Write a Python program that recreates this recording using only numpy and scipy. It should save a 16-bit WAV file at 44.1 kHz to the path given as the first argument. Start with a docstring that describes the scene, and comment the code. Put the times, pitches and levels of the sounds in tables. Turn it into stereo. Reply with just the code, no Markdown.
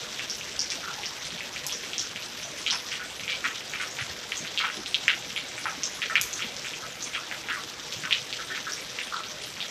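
"""Under the roof of a concrete veranda, in steady rain over a valley.
Fat drops run off the eaves onto the ledge, puddles and leaves; each gives a short pip,
a quick wall reflection and a spattering tail. Behind them: the wash of far rain,
the patter of fine drops, the roof humming under the rain and a few dull thuds."""
import sys
import numpy as np
from scipy import signal
from scipy.io import wavfile

SR = 44100
rng = np.random.default_rng(int(sys.argv[2]) if len(sys.argv) > 2 else 0)


def transcribe(signal):
    """Save signal, clipped to [-1, 1], as a 16-bit WAV file at the path in sys.argv[1]."""
    frames = np.atleast_2d(signal).T
    limited = np.clip(frames, -1, 1)
    pcm = np.round(limited * 32767).astype(np.int16)
    wavfile.write(sys.argv[1], SR, pcm)


N = 427769

# rain strength (time [s], far wash [dB], near patter [dB])
RAIN_LEVELS = [(0.0, -42.5, -40), (6.08, -43, -40.5), (6.24, -41.5, -38), (6.81, -43, -42),
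               (8.78, -43, -40), (9.7, -43.4, -42.4)]
# far rain (frequency [Hz], relative density [dB])
WASH_SPECTRUM = [(25, -24), (38, -20), (58, -1), (85, -7), (120, 2), (200, -1), (400, 0), (800, -3),
                 (1100, -3), (2500, -1.5), (5000, -17), (15000, -20)]
# fine drops (frequency [Hz], relative density [dB])
PATTER_SPECTRUM = [(700, -18), (1100, -14), (1350, -1.5), (2000, -2.5), (3200, 2.5), (4000, 12.5),
                   (4800, -7), (5700, 7), (6800, 1), (8000, -24), (10000, -23), (14500, -23.5)]
# roof resonances (frequency [Hz], width [Hz], rms [dB])
ROOF_MODES = [(495.5, 36, -59), (610.7, 17.6, -61.5)]
# left-right likeness (frequency [Hz], correlation [0..1])
STEREO_CORRELATION = [(4500, 1.0), (5300, 1), (6600, 0.93), (9000, 0.061), (14000, 0.64)]
# veranda resonances (frequency [Hz], width [Hz], gain [dB])
VERANDA_MODES = [(1315, 79, 3), (1480, 72, -4), (2314, 32, -4.5), (2760, 32, -12), (3245, 38, -3)]
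# fat drops on the ledge (time [s], pitch [Hz], pip [dB], splash [dB])
LEDGE_SMACKS = [(0.195, 2380, -17, -39), (1.696, 2940, -22, -37.5), (1.934, 2960, -18, -39),
                (2.6649, 2820, -12, -30.5), (2.7022, 3600, -13, -33), (2.7297, 2040, -20, -35.5),
                (2.919, 2360, -19, -34), (3.280, 2600, -16, -31.5), (3.321, 3220, -19, -35.5),
                (3.443, 1820, -16, -28.5), (3.737, 2120, -18, -37), (3.80, 1930, -22, -33.5),
                (3.989, 2150, -18, -34), (4.3212, 2510, -13, -38), (4.5764, 3240, -12, -28.5),
                (4.603, 1680, -18, -32.5), (4.6406, 1940, -19, -30.5), (4.9449, 3270, -6.5, -33),
                (5.0817, 2260, -1, -24), (5.3633, 2790, -16, -32.5), (5.657, 1400, -17, -33),
                (6.0197, 2420, -13.5, -28), (6.156, 2280, -3, -23.5), (6.394, 2080, -22, -36),
                (6.423, 2720, -15.5, -34), (6.647, 2240, -22, -38), (7.135, 2610, -25, -36.5),
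                (7.151, 2120, -18, -37), (7.314, 2060, -18, -36), (7.4876, 2060, -17, -32),
                (8.038, 1890, -20, -34.5), (8.11, 2700, -12, -27), (8.1273, 3160, -5, -32),
                (8.542, 2080, -32, -35), (8.9884, 2400, -16, -36.5), (9.605, 3260, -19, -33.5)]
# drops in shallow water (time [s], pitch [Hz], splash [dB])
SHALLOW_PLINKS = [(0.2994, 5330, -34.5), (0.5936, 5230, -28), (0.7032, 5270, -39), (1.059, 5220, -37),
                  (1.725, 5630, -36.5), (1.9819, 5800, -30.5), (2.709, 5300, -31), (4.371, 6560, -38),
                  (5.8348, 5880, -30.5), (6.3305, 6300, -36), (7.026, 6200, -36), (8.722, 5400, -36.5)]
# drops on leaves (time [s], pitch [Hz], pip [dB])
LEAF_TICKS = [(0.7032, 4350, -16), (1.034, 2680, -20), (1.836, 2390, -22), (2.161, 2490, -19),
              (3.197, 2800, -20.5), (4.450, 2110, -21), (4.861, 3240, -18.5), (7.925, 3350, -19),
              (8.328, 3300, -15.5), (9.2366, 3200, -23)]
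# drops in a deep puddle, and the dull low body under some fat drops on the ledge (time [s], pitch [Hz], splash
# [dB])
DEEP_PLOPS = [(0.833, 1520, -43), (0.878, 1370, -40.5), (0.985, 865, -45.5), (2.724, 980, -41),
              (2.997, 1640, -41.5), (4.640, 950, -41), (6.1, 1590, -33), (6.827, 1410, -46.5),
              (7.164, 1250, -43.5), (7.514, 1710, -34), (7.56, 1310, -42.5), (8.391, 1550, -42),
              (8.504, 1610, -37.5), (8.670, 1470, -37.5), (9.126, 1244, -36.5), (9.162, 1170, -39)]
# soft low thuds (time [s], pitch [Hz], peak [dB])
LOW_THUDS = [(1.322, 183, -38), (4.009, 119, -34), (4.09, 80, -43), (4.401, 191, -37), (4.767, 292, -35),
             (5.771, 258, -37.5), (6.44, 250, -34), (7.949, 122, -38), (8.029, 159, -40)]
# very near drops (time [s], splash [dB])
NEAR_SNAPS = [(1.6666, -39.5), (6.2136, -34.5)]

REFLECTION_S, REFLECTION_DB = 0.0049, -4
SPLASH_BUILD_S, SPLASH_T60_S = 0.0087, 0.21  # T60 of a one-octave drop
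# OCT: bandwidth in octaves; CREST: pip level over splash level
SMACK_HZ, SMACK_OCT = 2430, 0.82  # typical smack; higher ones are narrower
PLINK_OCT, PLINK_CREST_DB = 0.336, 17.5
TICK_OCT, TICK_CREST_DB = 0.96, 21.5
PLOP_OCT, PLOP_CREST_DB = 0.478, 9.5
SNAP_HZ, SNAP_OCT, SNAP_CREST_DB, FIZZ_DB = 5930, 0.6, 26.5, -4.5


def from_db(db):
    """Decibels to gain."""
    return 10 ** (np.asarray(db) / 20)


def unit_rms(x):
    """Scale to rms 1."""
    return x / np.sqrt(np.mean(x ** 2) + 1e-20)


def per_sample(rows):
    """Interpolate the columns of a timed table at every sample."""
    times_s, *columns = np.transpose(rows)
    return [np.interp(np.arange(N) / SR, times_s, column) for column in columns]


def at_hz(points, hz):
    """Read a curve on a log-frequency axis."""
    points_hz, values = np.transpose(points)
    return np.interp(np.log(hz), np.log(points_hz), values)


def drift(rate_hz):
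    """Smooth random curve, rms 1: noise low-passed at rate_hz."""
    hop, settle = 40, 2000
    pole = np.exp(-2 * np.pi * rate_hz * hop / SR)
    noise = rng.standard_normal(N // hop + settle + 2)
    slow = signal.lfilter([1], [1, -2 * pole, pole * pole], noise)[settle:]
    return np.interp(np.arange(N) / hop, np.arange(len(slow)), unit_rms(slow))


def band(x, hz, width_oct, order=2):
    """Band-pass around hz."""
    edge_ratio = 2 ** (max(width_oct, .03) / 2)
    edges_hz = [hz / edge_ratio, min(hz * edge_ratio, .45 * SR)]
    return signal.sosfilt(signal.butter(order, edges_hz, "band", fs=SR, output="sos"), x + 1e-18)


def add(out, sound, start_s):
    """Mix a sound in at start_s."""
    start = int(np.clip(round(start_s * SR), 0, N - 1))
    out[..., start:start + sound.shape[-1]] += sound[..., :N - start]


def droplets(shape, per_s, spread_db):
    """Random clicks, many small, few large; rms 1."""
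    sizes = from_db(spread_db * np.minimum(rng.exponential(1, shape), 5))
    signs = rng.choice([-1, 1], shape)
    hits = rng.random(shape) < per_s / SR
    return unit_rms(sizes * signs * hits)


def widen(mid, side, hz):
    """Mid-side to stereo; the channels differ only in the treble."""
    alike = np.clip(at_hz(STEREO_CORRELATION, hz), 0, 1)
    return np.sqrt((1 + alike) / 2) * mid + np.sqrt((1 - alike) / 2) * np.array([side, -side])


def shower(spectrum, pairs, flicker_db):
    """Shape two mid-side pairs in third octaves, each band flickering on its own; rms 1."""
    out = np.zeros((2, N))
    centres_hz = 14000 / 2 ** (np.arange(28) / 3)
    for k, hz in enumerate(centres_hz[centres_hz > spectrum[0][0]]):
        mid, side = band(pairs[k % 2], hz, 1 / 3)
        level_db = at_hz(spectrum, hz) + flicker_db * drift(rate_hz=22.6)
        out += from_db(level_db) * widen(mid, side, hz)
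    return unit_rms(out)


def far_wash(level_db):
    """Far rain on fields and trees merges into noise."""
    noise = rng.standard_normal((2, 2, N))
    return from_db(level_db) * shower(WASH_SPECTRUM, noise, flicker_db=3.0)


def patter(level_db):
    """Fine drops on leaves and paving, over hiss; quick flurries lift all bands together."""
    flurry = from_db(1.74 * drift(rate_hz=29))
    clicks = droplets((2, 2, N), per_s=3500, spread_db=4.8)
    hiss = 0.71 * rng.standard_normal((2, 2, N))
    return from_db(level_db) * shower(PATTER_SPECTRUM, flurry * (clicks + hiss), flicker_db=1.24)


def roof_hum():
    """Countless drops drive the roof's resonances; the level wanders."""
    out = np.zeros(N)
    for hz, width_hz, rms_db in ROOF_MODES:
        gain = from_db(rms_db + 2.1 * drift(rate_hz=1.8))
        impacts = droplets(N, per_s=900, spread_db=3.7)
        out += gain * unit_rms(band(impacts, hz, np.log2(1 + width_hz / hz)))
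    return out


def drop(hz, width_oct, pip_db, splash_db):
    """One drop: a short pip, its wall reflection, then a decaying splash."""
    t = np.arange(SR // 4) / SR
    click = signal.unit_impulse(len(t))
    pip = band(click, hz, width_oct * 0.94, order=3)
    crack = band(click, 3700, 1.3, order=3)  # bright edge of first contact
    impact = pip / np.abs(pip).max() + from_db(-11) * crack / np.abs(crack).max()

    lag = int(REFLECTION_S * SR * np.exp(.08 * rng.standard_normal()))
    reflection_gain = from_db(REFLECTION_DB + 2 * rng.standard_normal())
    reflection = reflection_gain * np.pad(impact, (lag, 0))[:len(t)]

    beads = droplets((2, len(t)), per_s=3600, spread_db=3.74)
    splash = band(beads, hz, width_oct * 1.52, order=3)
    splash += from_db(-10) * band(beads, hz * 0.86, min(width_oct * 1.83, 1.6))
    for bubble_hz in hz * 2 ** (width_oct * rng.uniform(-0.49, 0.467, size=2)):
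        splash += band(splash, bubble_hz, .06, order=1)  # trapped bubble rings
    t60_s = SPLASH_T60_S / width_oct ** 0.12  # narrow plinks outlast broad splats
    build = 1 - np.exp(-(t / SPLASH_BUILD_S) ** 2)
    splash *= build * from_db(-60 * t / t60_s)
    splash /= splash[:, SR // 140:SR // 24].std()  # rms 1 over 7-42 ms
    return from_db(pip_db) * (impact + reflection) + from_db(splash_db) * widen(*splash, hz)


def far_drips(count=140, low_hz=2020, high_hz=5680, weakest_db=-33, range_db=12, crest_db=21):
    """Smaller drops along the roof edge, one per time slot; most are weak."""
    out = np.zeros((2, N))
    for slot, (offset, pitch, width, size) in enumerate(rng.random((count, 4))):
        hz = low_hz * (high_hz / low_hz) ** pitch
        pip_db = weakest_db + range_db * size ** 2
        drip = drop(hz, 0.49 + 0.66 * width, pip_db, pip_db - crest_db)
        add(out, drip, (slot + offset) / count * N / SR)
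    return out


def veranda(x):
    """Roof and walls ring briefly in narrow resonances."""
    return x + sum(from_db(gain_db) * band(x, hz, np.log2(1 + width_hz / hz), order=1)
                   for hz, width_hz, gain_db in VERANDA_MODES)


def spatter(count=90, low_hz=5320, high_hz=11450, base_db=-34, range_db=8.5, fall_db=11, crest_db=16.5):
    """Tiny splash beads land at random times; the higher, the weaker."""
    out = np.zeros((2, N))
    for when, pitch, width, size in rng.random((count, 4)):
        hz = low_hz * (high_hz / low_hz) ** pitch
        pip_db = base_db + range_db * size - fall_db * pitch
        add(out, drop(hz, 0.13 + 0.3 * width, pip_db, pip_db - crest_db), when * N / SR)
    return out


def eaves():
    """Big near drops; the surface hit sets bandwidth and hardness."""
    smacks = [(time_s, hz, SMACK_OCT * (SMACK_HZ / hz) ** 0.6, pip_db, splash_db)
              for time_s, hz, pip_db, splash_db in LEDGE_SMACKS]
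    ticks = [(time_s, hz, TICK_OCT, db, db - TICK_CREST_DB) for time_s, hz, db in LEAF_TICKS]
    plinks = [(time_s, hz, PLINK_OCT, db + PLINK_CREST_DB, db) for time_s, hz, db in SHALLOW_PLINKS]
    plops = [(time_s, hz, PLOP_OCT, db + PLOP_CREST_DB, db) for time_s, hz, db in DEEP_PLOPS]
    snaps = [(time_s, hz, SNAP_OCT, db + SNAP_CREST_DB, db)
             for time_s, snap_db in NEAR_SNAPS
             for hz, db in ((SNAP_HZ, snap_db), (2 * SNAP_HZ, snap_db + FIZZ_DB))]  # fizz an octave up
    out = np.zeros((2, N))
    for time_s, hz, width_oct, pip_db, splash_db in smacks + ticks + plinks + plops + snaps:
        swell_s = 1.45 / (hz * width_oct)  # pip rise time
        add(out, drop(hz, width_oct, pip_db, splash_db), time_s - swell_s)
    return out


def far_puddles(count=14, low_hz=440, high_hz=1220, splash_db=-51):
    """Drops plop faintly, at random, in puddles farther off."""
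    out = np.zeros((2, N))
    for when, pitch in rng.random((count, 2)):
        hz = low_hz * (high_hz / low_hz) ** pitch
        add(out, drop(hz, PLOP_OCT, splash_db + PLOP_CREST_DB, splash_db), when * N / SR)
    return out


def thuds(rise_s=0.013):
    """Dull noise bursts that swell and die within 0.1 s."""
    out = np.zeros(N)
    t = np.arange(SR // 3) / SR
    for time_s, hz, peak_db in LOW_THUDS:
        thud = band(rng.standard_normal(len(t)), hz, 0.71) * t * np.exp(-t / rise_s)
        add(out, from_db(peak_db) * thud / np.abs(thud).max(), time_s)
    return out


def scene():
    """Near drops in front of steady rain."""
    wash_db, patter_db = per_sample(RAIN_LEVELS)
    wash = far_wash(wash_db)
    drops = veranda(eaves() + far_drips() + far_puddles()) + spatter()
    return wash + drops + patter(patter_db) + roof_hum() + thuds()


def record(dry, ceiling=.86, cutoff_hz=14300):
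    """Soft-clip the hardest smacks, then low-pass steeply."""
    rounded = dry / (1 + (dry / ceiling) ** 6) ** (1 / 6)
    low_pass = signal.ellip(10, .1, 70, cutoff_hz, fs=SR, output="sos")
    return signal.sosfilt(low_pass, rounded)


dry = scene()
out = record(dry)
transcribe(out)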